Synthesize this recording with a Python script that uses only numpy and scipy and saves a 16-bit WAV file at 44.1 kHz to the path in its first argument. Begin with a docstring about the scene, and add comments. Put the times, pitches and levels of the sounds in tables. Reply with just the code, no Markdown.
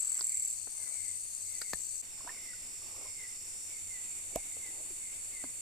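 """Night in a forest. On a path, a katydid chorus hisses, scraping wing on wing; one rattles close by
as leaves rustle, then another ticks on the left. Twigs click; wood knocks once, with a dull bump.
At 2 s the scene cuts to the bank of a pool: crickets and a high katydid trill, the chorus builds,
air pockets plop. Throughout, far callers repeat falling chirps and soft, low swells of noise
come and go over the wash of a stream."""
import sys
import numpy as np
from scipy import signal
from scipy.fft import rfft, irfft, next_fast_len
from scipy.io import wavfile
from scipy.ndimage import uniform_filter1d

SR = 44100
rng = np.random.default_rng(int(sys.argv[2]) if len(sys.argv) > 2 else 0)


def unload_audio(sound):
    """Save the sound as a 16-bit wav file, at the path given as the first command line argument."""
    columns = np.transpose(np.atleast_2d(sound))
    # keep every value between -1 and 1, then stretch to whole-number steps
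    steps = np.round(np.clip(columns, -1, 1) * 32767)
    wavfile.write(sys.argv[1], SR, steps.astype(np.int16))


N = 247401
T = np.arange(N) / SR
CUT_S = 2.016  # path to bank
TICK_START_S, TICK_PERIOD_S = .5676, .015519

# chorus contour on the path: t/s, relative level/dB
PATH_LEVEL = [(0.48, -42.5), (0.56, -42), (0.68, -44), (0.8, -41.5), (1.1, -42.5), (1.36, -42.5),
              (1.48, -41.5), (1.96, -41.5)]
# spectra of both choruses and the rattle: f/Hz, relative density/dB, left minus right/dB
PATH_COLOUR = [(3170, -41, -4), (4200, -18.5, -10), (5130, -25, -3), (5400, -15, -7.5), (6480, -4.5, 9.5),
               (6780, -10, -17), (7030, -4.5, 5), (7570, -1.5, 3), (7840, 1.5, 2), (8250, -4, 11),
               (8800, -6.5, 21), (9160, -7.5, 11), (9570, -15, 4), (10400, -13, -4), (11500, -18, 4),
               (14300, -20, 6)]
BANK_COLOUR = [(3240, -58, 18), (5140, -35, 5), (5400, -16, -3), (5900, -25, 0), (6510, -12, -5),
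               (6800, -8, -6), (7080, -2, 0.5), (7280, -1, -10), (8000, 0, 2), (7920, -2, -1),
               (8560, -4, 11), (9010, -8, 12), (9200, -10, 2), (9860, -13, -5), (11040, -19, -1),
               (12700, -24.5, 2), (14100, -35, 7)]
RATTLE_COLOUR = [(5400, -33, -1), (6000, -36, 0), (6660, -31, -7), (7050, -6, -12), (7470, 8.5, -13),
                 (7690, -2, -12), (7900, 9, 16), (8160, -3, 17), (8350, 1, 15), (9000, -4.5, 5),
                 (9500, -17, 9), (9700, -7, 0), (10200, -14.5, -5), (10700, -12, -2), (11400, -23, -1),
                 (11900, -18, 2), (14000, -15, 1)]
# hardest strokes of the left katydid: t/s, relative level/dB
HARD_TICKS = [(0.832, -31), (0.9558, -29), (1.0816, -27), (1.113, -30), (1.3487, -32), (1.5517, -28.5),
              (1.6616, -32), (1.757, -28.5), (1.8666, -30.5)]
# narrow bands of katydid hiss, one on the left of the path, two on the bank: t/s, f/Hz, level/dB
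LEFT_BAND = [(0.66, 8700, -48.5), (0.84, 8650, -43.5), (0.96, 8250, -41), (1.081, 8150, -41.5),
             (1.2, 8750, -42.5), (1.34, 9050, -51.5), (1.46, 8150, -45), (1.6, 7980, -53), (2.0, 7870, -46)]
LOW_BAND = [(2.05, 7470, -53), (3.05, 7430, -53), (3.55, 7390, -53), (3.75, 7280, -50.5), (4.1, 7380, -47),
            (4.3, 7630, -56), (5, 7520, -57), (5.6, 7520, -62)]
HIGH_BAND = [(2.05, 8770, -58), (3.6, 8840, -56), (4.6, 8850, -54), (5.35, 8880, -49.5), (5.6, 8850, -55)]
# trills of crickets and (last row) one high, fast-pulsing katydid:
# start/s, end/s, f/Hz, pulse rate/Hz, depth/1, level/dB, left minus right/dB, jitter/1
TRILLS = [(-.2, 2.1, 4400, 65, .6, -65, -2.5, .018), (-.2, 2.1, 4485, 89, .7, -67.5, -4, .009),
          (-.2, 2.1, 4574, 71, .4, -67, -4, .004), (-.2, 2.1, 4860, 58, .5, -70, 0, .009),
          (2, 6.2, 4433, 82, .8, -68.5, -4, .006), (2, 6.2, 4515, 62, .8, -69.5, 1, .024),
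          (2.35, 3.4, 4790, 52, .6, -73, -1, .008), (2.08, 3.83, 5221, 46.2, 1, -62.5, -2, .0006),
          (2.05, 3.7, 5230, 39, .8, -71, 0, .009), (2, 3.9, 5686, 45, .9, -62.5, -1, .0008),
          (2.2, 4.1, 5723, 35, .5, -66, -1, .0015), (3.8, 4.75, 5790, 43, .7, -65.5, -1, .003),
          (4.6, 6.2, 5730, 43, .5, -68.5, -1, .007), (2, 6.2, 7465, 130, .9, -57, -3, .004)]
# far calls: t/s, starting f/Hz, level/dB, roughness/1
CALLS = [(.11, 2120, -63.5, 0.8), (.26, 2270, -56, .7), (.78, 2143, -60, 0.07), (.92, 2265, -56, 0.4),
         (.98, 2178, -58, 0.47), (1.49, 2134, -62, 0.26), (1.61, 2213, -57, 0.5), (2.3, 2253, -55, 0.76),
         (2.42, 2120, -53, 0.34), (3, 2250, -58.5, 0.4), (3.16, 2137, -51, 0.35), (3.68, 2286, -58.5, 0.33),
         (3.88, 2125, -53, 0.17), (4.05, 2350, -62, 0.2), (4.32, 2292, -57, 0.17), (4.45, 2210, -59.5, .4),
         (4.59, 2154, -53, 0.32), (4.99, 2227, -57, 0.23), (5.31, 2166, -52, 0.33)]
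# air pockets: t/s, f/Hz, initial glide/(octaves/s), t60/s, level/dB
AIR_POCKETS = [(2.206, 1050, 5, 0.045, -47), (2.249, 282, 2, 0.05, -49), (2.265, 683, 6, 0.1, -48),
               (2.273, 930, 7.5, 0.076, -42), (2.275, 1520, 20, .04, -44.5), (2.291, 1785, 2.5, 0.08, -41),
               (2.534, 1470, 0, 0.058, -50), (3.055, 1033, -1, 0.078, -50.5), (3.058, 600, 6, 0.034, -50),
               (4.359, 470, 10, .022, -31), (4.3596, 615, 22, 0.048, -25), (4.905, 408, -19, 0.12, -49.5),
               (5.439, 293, -11, 0.09, -41), (5.439, 594, -2, .02, -47)]
# soft, low swells of noise: t/s, length/s, level/dB, f/Hz
SOFT_SWELLS = [(0.666, .33, -69.5, 1097), (2.1, 0.32, -68.5, 944), (2.783, .33, -63.5, 750),
               (4.25, .16, -65.5, 577), (4.548, 0.34, -65, 620)]
# modes of the wood: f/Hz, t60/s, level/dB
WOOD_MODES = [(520, 0.0097, -48), (1220, 0.015, -36), (1790, 0.023, -28.5), (2020, 0.02, -36),
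              (2390, .012, -39), (4380, .024, -35), (4880, .019, -38)]
# twig clicks and water slaps: t/s, level/dB, rise/s, decay/s, body f/Hz, crack/dB, crack f/Hz,
# bass/dB, snap/dB (crack, bass and snap relative to the body)
IMPACTS = [(0.192, -46, 0.00072, 0.0013, 1140, 5, 4600, -23, -20),
           (0.206, -46.5, 0.0031, 0.0045, 1160, 12.5, 4100, -5, -20),
           (0.669, -48.5, 0.0037, 0.004, 990, -16, 4500, -1, -20),
           (1.611, -39.5, 0.007, 0.0037, 1600, 3.5, 4000, -8, 0.5),
           (2.246, -48, .001, 0.003, 955, -18, 3990, -7, -20),
           (2.272, -48, .003, 0.008, 1070, -25, 4000, -20, -20),
           (2.292, -46.5, .002, 0.005, 1610, -22, 4000, -16, -20),
           (2.3, -48.5, .002, .006, 1000, -22, 4000, -16, -20),
           (4.352, -47, .004, 0.0054, 2400, 5, 6240, -5, -20),
           (4.3575, -30, .002, 0.0022, 492, -7, 6400, -1, 1),
           (4.563, -56.5, .005, 0.004, 680, -18, 4120, 5, -20),
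           (5.4385, -44, 0.00064, 0.004, 1050, -7, 4040, -2, -8)]
# brushed leaves: t/s, length/s, level/dB
BRUSHES = [(-0.063, 0.35, -61)]
# hand bumps: t/s, f/Hz, t60/s, level/dB
HAND_BUMPS = [(1.734, 164, 0.035, -36), (1.742, 51, 0.095, -46.5), (4.362, 44, 0.16, -43)]
# spectrum of stream and far insects: f/Hz, relative density/dB
WASH_COLOUR = [(20, 9), (60, -5), (92, 0), (130, -7.5), (350, -8.5), (700, -12), (1700, -13.5), (2100, -6),
               (2700, -5), (3250, -13.5), (3650, -6.5), (4150, -16), (4600, -21), (5000, -12)]
# their likeness in both ears: f/Hz, correlation/1
WASH_CORRELATION = [(30, 0), (90, 0.77), (600, 0.6), (1200, 0.08), (2200, 0.085), (8000, 0)]


def chorus(level_db, colour, strokes_per_s, spread_db, hiss_db, patchy_db, voices=16):
    """Katydids: many uneven wing strokes over the hiss of the farthest singers."""
    strokes = np.zeros((2, N))
    for _ in range(voices):
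        stroke = wing_stroke(rng.uniform(.00068, .00356), rng.uniform(5110, 7420),
                             rng.uniform(7360, 13770))
        onsets = rng.random(N) < strokes_per_s / voices / SR
        sizes = gain_of(spread_db * np.minimum(rng.exponential(1, N), 3.5))
        voice = signal.oaconvolve(onsets * sizes, stroke)[:N]
        strokes += [voice, np.roll(voice, rng.integers(-25, 25))]
    hiss = gain_of(hiss_db) * rng.standard_normal((2, N))
    swarm = (evened(strokes) + hiss) * gain_of(.5 * drift(60))
    return tinted(swarm, colour, patchy_db) * gain_of(level_db)


def wing_stroke(length_s, from_hz, to_hz):
    """A scraper runs along the wing's file: a short swept tone."""
    u = np.linspace(0, 1, max(int(length_s * SR), 8))
    return np.sin(np.pi * u) ** 2 * tone(from_hz + (to_hz - from_hz) * u)


def katydid_rattle(end_s=.54, gap_s=.007, level_db=-44.8, rasp_db=7.5, rasp_db_per_s=5):
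    """Close katydid, about 40 syllables/s, slowing as it tires: pitch up on opening, down on closing."""
    out, t = np.zeros((2, N)), np.arange(SR // 25) / SR
    for s in beats(0, end_s, period_s=.0238, slowing_s=.00013):
        opening = wing_stroke(.009, 6400 * rng.uniform(.96, 1.04), 9500 * rng.uniform(.95, 1.05))
        closing = wing_stroke(.007, 9500 * rng.uniform(.95, 1.05), 6200 * rng.uniform(.96, 1.04))
        add(out, s - .003, opening)
        add(out, s - .002 + gap_s * rng.uniform(.9, .98), closing)
        # uneven teeth of the file
        rasp = rng.standard_normal((2, len(t))) * np.exp(-t / .0075) * np.minimum(t / .0026, 1)
        add(out, s - .003, gain_of(rasp_db + rasp_db_per_s * s) * rasp)
    release = gain_of(-6 * np.clip(1 + (T - end_s) / .075, 0, 1))
    echoed = trees(out * release, t60_s=.05, wet_db=-4.5)
    return gain_of(level_db) * tinted(echoed, RATTLE_COLOUR, patchy_db=2.2)


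def katydid_ticks(catch_share=.35, catch_db=-32, graze_db=-43, spread_db=1.2, jitter_s=.0008):
    """Left katydid, about 64 strokes/s: most graze the file, those that catch tick."""
    out = np.zeros((2, N))
    strokes = [(s, db + 1) for s, db in HARD_TICKS]
    for s in beats(TICK_START_S, CUT_S, TICK_PERIOD_S, slowing_s=.0000032):
        db = (catch_db if rng.random() < catch_share else graze_db) + spread_db * rng.standard_normal()
        strokes.append((s + jitter_s * rng.standard_normal(), db))
    for s, db in strokes:
        add(out, s, gain_of(db) * wing_stroke(.00295, 7310, 9200 * rng.uniform(.97, 1.03)) * pan(16))
    return trees(out, t60_s=.04, wet_db=-9)


def left_hiss(depth=.26):
    """Narrow, throbbing band of katydid hiss on the left, swelling and shifting as the microphone moves."""
    throb = 1 + depth * np.cos(2 * np.pi * (T - TICK_START_S) / TICK_PERIOD_S)
    return hiss_band(LEFT_BAND, width_hz=600) * throb * pan(13)


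def bank_katydids():
    """A low and a high group stand out in turn from the chorus."""
    return hiss_band(LOW_BAND, width_hz=410) * pan(-3.5) + hiss_band(HIGH_BAND, width_hz=420) * pan(8)


def hiss_band(curve, width_hz):
    """Narrow noise band following a curve of centre frequency and level."""
    s, hz, db = np.transpose(curve)
    lowpass = signal.butter(2, width_hz / 2, fs=SR, output="sos")
    baseband = signal.sosfilt(lowpass, rng.standard_normal((2, N)) + 1j * rng.standard_normal((2, N)))
    carrier = np.exp(2j * np.pi * np.cumsum(np.interp(T, s, hz)) / SR)
    return evened((baseband * carrier).real) * gain_of(np.interp(T, s, db))


def insect_trills(sag_hz=110, skew=.7, sharpness=2.5, grain=.056, waver_db=1.4):
    """Crickets and one high katydid: each wing closure is a tone pulse that swells and sags in pitch."""
    out = np.zeros((2, N))
    for start_s, end_s, hz, rate_hz, depth, db, side_db, jitter in TRILLS:
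        cycle = np.cumsum(rate_hz * (1 + .003 * drift(8))) / SR % 1
        pitch_hz = hz * (1 + jitter * drift(120)) + depth * sag_hz * (1 - 2 * cycle)
        pulse = 1 - depth + depth * np.sin(np.pi * cycle ** skew) ** sharpness
        song = evened(pulse * tone(pitch_hz)) * (1 + grain * drift(300))  # uneven teeth
        gate = np.clip(np.minimum((T - start_s) / .049, (end_s - T) / .13), 0, 1)
        out += gain_of(db + waver_db * drift(20)) * gate * song * pan(side_db)
    return trees(out, t60_s=.25, wet_db=-4)


def far_callers(echo_s=.085, echo_db=-11, neighbours=4, neighbour_db=-64):
    """Each chirp echoes across the pool; farther, higher neighbours join, smeared by the forest."""
    near, far = np.zeros((2, 2, N))
    for s, hz, db, rough in CALLS:
        call = gain_of(db) * chirp(hz, rough)
        add(near, s, call)
        add(near, s + echo_s, gain_of(echo_db) * call)
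        for late, higher in rng.random((neighbours, 2)):
            add(far, s + .14 * late - .08, gain_of(neighbour_db) * chirp(hz * (1 + .092 * higher), rough))
    return trees(near, t60_s=.4, wet_db=-7) + trees(far, t60_s=.5, wet_db=6)


def chirp(start_hz, rough, length_s=.13, fall_share=.0891, quaver_share=.03):
    """A rough, quavering whistle slides down and levels out."""
    u = np.linspace(0, 1, int(length_s * SR))
    flutter, quaver = evened(band(rng.standard_normal((2, len(u))), 20, 150))
    glide_hz = start_hz * (1 - fall_share * np.sin(np.pi / 2 * u) ** 2)
    envelope = abs(np.sin(np.pi * u)) ** .8 * (1 + rough * flutter) / np.hypot(1, rough)
    return envelope * tone(glide_hz * (1 + quaver_share * rough * quaver))


def bubbles(settle_share=.42):
    """An air pocket rings and glides as it nears the surface, then its pitch settles."""
    out, t = np.zeros((2, N)), np.arange(SR // 10) / SR
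    for s, hz, octaves_per_s, t60_s, db in AIR_POCKETS:
        settle_s = settle_share * t60_s
        octaves = octaves_per_s * settle_s * np.tanh(t / settle_s)
        ring = -tone(hz * 2 ** octaves) * (1 - np.exp(-t / .0003))
        add(out, s, gain_of(db - 60 * t / t60_s) * ring * pan(-5.5))
    return trees(out, t60_s=.16, wet_db=-25)


def soft_swells(count=150, spread_octaves=.565, octaves_per_s=3, t60_s=.027, crest_share=.7):
    """Soft, low swells of noise, each a blur of tiny damped tones."""
    out, t = np.zeros((2, N)), np.arange(SR // 20) / SR
    for start_s, length_s, db, hz in SOFT_SWELLS:
        swell = np.zeros((1, int(length_s * SR) + len(t)))
        for _ in range(count):
            octaves = spread_octaves * rng.uniform(-2.05, 1.33) + octaves_per_s * t
            grain = tone(hz * 2 ** octaves) * (1 - np.exp(-t / .0004))
            onset_s = length_s * rng.triangular(0, crest_share, 1)
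            add(swell, onset_s, grain * gain_of(2 * rng.standard_normal() - 60 * t / t60_s))
        add(out, start_s, gain_of(db) * evened(swell) * pan(-3))
    return trees(out, t60_s=.2, wet_db=-8)


def wood_knock(at_s=1.734, contact_s=.00021, push_db=-26.5, scrape_db=-32.5):
    """One close knock: contact push, short ring, gritty scrape."""
    out, t = np.zeros((2, N)), np.arange(SR // 10) / SR
    push = gain_of(push_db) * np.exp(-(t / contact_s - np.pi) ** 2 / 2)
    ring = sum(gain_of(db - 60 * t / t60_s) * np.sin(2 * np.pi * hz * t) for hz, t60_s, db in WOOD_MODES)
    grit = evened(band(rng.standard_normal((2, len(t))), 3200, 12000, order=1))
    scrape = gain_of(scrape_db) * grit * burst(t, rise_s=.001, decay_s=.002)
    add(out, at_s, (ring - push + scrape) * pan(2))
    return trees(out, t60_s=.1, wet_db=-16)


def clicks(snap_s=.001):
    """Twigs and water slaps: a burst excites a body resonance, bright crack, dull push and thin snap."""
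    out, t = np.zeros((2, N)), np.arange(SR // 15) / SR
    for s, db, rise_s, decay_s, body_hz, crack_db, crack_hz, bass_db, snap_db in IMPACTS:
        noise = rng.standard_normal((6, len(t)))
        body = evened(band(noise[0] + .5 * noise[1:3], .88 * body_hz, 1.39 * body_hz))
        bass = gain_of(bass_db) * evened(band(noise[3], 214, 710))
        crack = gain_of(crack_db) * evened(band(noise[4:], 1.005 * crack_hz, 1.28 * crack_hz))
        snap = gain_of(snap_db) * evened(band(noise[1] + noise[4:], 6000, 14000))
        click = (body + bass + crack) * burst(t, rise_s, decay_s) + snap * burst(t, rise_s, snap_s)
        add(out, s, gain_of(db) * click)
    return trees(out, t60_s=.1, wet_db=-12)


def leaves(crackles_per_s=1500, spread_db=.5):
    """A brushed bush: a short swell of tiny crackles."""
    swell = sum(gain_of(db) * np.sin(np.pi * np.clip((T - s) / length_s, 0, 1))
                for s, length_s, db in BRUSHES)
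    onsets = rng.random(N) < crackles_per_s / SR
    crackles = onsets * rng.standard_normal(N) * gain_of(spread_db * rng.exponential(1, N))
    return trees(swell * evened(band(crackles, 520, 2600, order=1)) * pan(1), t60_s=.1, wet_db=-6)


def hand_bumps():
    """A hand knocks softly on the microphone: low, damped swings."""
    out, t = np.zeros((2, N)), np.arange(SR // 4) / SR
    for s, hz, t60_s, db in HAND_BUMPS:
        add(out, s, gain_of(db - 60 * t / t60_s) * np.sin(2 * np.pi * hz * t))
    return out


def forest(path_db=-57, bank_db=-53.5, drone_db=-73):
    """Wash of stream and far insects, nearer on the bank, over a low drone."""
    size = next_fast_len(N, True)
    hz = np.fft.rfftfreq(size, 1 / SR)
    left, other = rfft(rng.standard_normal((2, size)))
    correlation = read(WASH_CORRELATION, hz)
    right = correlation * left + np.sqrt(1 - correlation ** 2) * other
    wash = irfft(np.array([left, right]) * gain_of(read(WASH_COLOUR, hz)), size)[:, :N]
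    drone = gain_of(drone_db) * evened(band(rng.standard_normal(N), 87, 97))
    return evened(wash) * gain_of(np.where(T < CUT_S, path_db, bank_db) + drift(18)) + drone


def trees(x, t60_s, wet_db):
    """Adds echoes off leaves and trunks, different in each ear."""
    t = np.arange(SR // 2) / SR
    taps = rng.standard_normal((2, len(t))) * (rng.random((2, len(t))) < .1) * gain_of(-60 * t / t60_s)
    taps /= np.linalg.norm(taps, axis=1, keepdims=True)
    wet = gain_of(wet_db)
    return (x + wet * signal.fftconvolve(x, taps, axes=1)[:, :N]) / np.hypot(1, wet)


def tinted(x, colour, patchy_db):
    """Shapes spectrum and balance at rms 1; moving reflections leave drifting peaks and dips."""
    hz, _, spectra = signal.stft(x, SR, nperseg=1024, noverlap=768)
    colour = np.array(colour, float)
    patches = uniform_filter1d(rng.standard_normal(spectra.shape), size=4, axis=1)
    patches = evened(uniform_filter1d(patches, size=40, axis=2))
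    gain = gain_of(read(colour[:, :2], hz)) * pan(read(colour[:, ::2], hz))
    spectra = spectra * gain[..., None] * gain_of(patchy_db * patches)
    return evened(signal.istft(spectra, SR, nperseg=1024, noverlap=768)[1][:, :N])


def beats(start_s, end_s, period_s, slowing_s):
    """Stroke times; the period grows by slowing_s per stroke."""
    k = np.arange(int((end_s - start_s) / period_s) + 1)
    times = start_s + period_s * k + slowing_s * k ** 2 / 2
    return times[times < end_s]


def burst(t, rise_s, decay_s):
    """Envelope of a blow."""
    return np.minimum(t / rise_s, 1) ** 2 * np.exp(-np.maximum(t - rise_s, 0) / decay_s)


def tone(hz):
    """Sine following a pitch curve."""
    return np.sin(2 * np.pi * np.cumsum(hz) / SR)


def drift(rate_hz):
    """Random wander of rms 1, up to about rate_hz."""
    knots = rng.standard_normal(4096)
    return evened(np.interp(T * rate_hz * 2, np.arange(len(knots)), knots))


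def band(x, lo_hz, hi_hz, order=2):
    """Causal band-pass."""
    return signal.sosfilt(signal.butter(order, [lo_hz, hi_hz], "band", fs=SR, output="sos"), x)


def gain_of(db):
    """Decibels to a factor."""
    return 10 ** (np.asarray(db) / 20)


def evened(x):
    """Scales to rms 1."""
    return x / np.sqrt(np.mean(x ** 2) + 1e-20)


def read(points, hz):
    """Interpolates a table over log frequency."""
    f, value = np.transpose(points)
    return np.interp(np.log(hz + 1), np.log(f + 1), value)


def pan(db):
    """Stereo gains for left minus right in dB, mean power 1."""
    pair = np.array([np.atleast_1d(gain_of(db / 2)), np.atleast_1d(gain_of(-db / 2))])
    return pair / np.sqrt((pair ** 2).mean(0))


def add(mix, s, sound):
    """Mixes a sound in at time s."""
    part = mix[:, max(round(s * SR), 0):][:, :sound.shape[-1]]
    part += sound[..., :part.shape[1]]


def scene(build_s=2.15):
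    """The path, then the bank of the pool."""
    path_db = 1 + np.interp(T, *np.transpose(PATH_LEVEL))
    bank_db = np.interp(T, [CUT_S, CUT_S + build_s], [-47, -42.5])
    path = chorus(path_db, PATH_COLOUR, strokes_per_s=770, spread_db=3.5, hiss_db=8, patchy_db=1.8)
    bank = chorus(bank_db, BANK_COLOUR, strokes_per_s=670, spread_db=-7, hiss_db=24.5, patchy_db=1.3)
    path += katydid_rattle() + katydid_ticks() + left_hiss()
    bank += bank_katydids()
    animals = np.where(T < CUT_S, path, bank) + insect_trills() + far_callers()
    incidents = soft_swells() + bubbles() + clicks() + wood_knock() + leaves() + hand_bumps()
    return animals + incidents + forest()


def record(dry, fade_s=.015, cutoff_hz=14350):
    """Brief level dip at the cut, then a low-pass."""
    fade = np.where(T < CUT_S, 1, np.clip((T - CUT_S) / fade_s, .2, 1))
    lowpass = signal.firwin(511, cutoff_hz, window=("kaiser", 9), fs=SR)
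    return signal.oaconvolve(dry * fade, lowpass[None], "same")


dry = scene()
out = record(dry)
unload_audio(out)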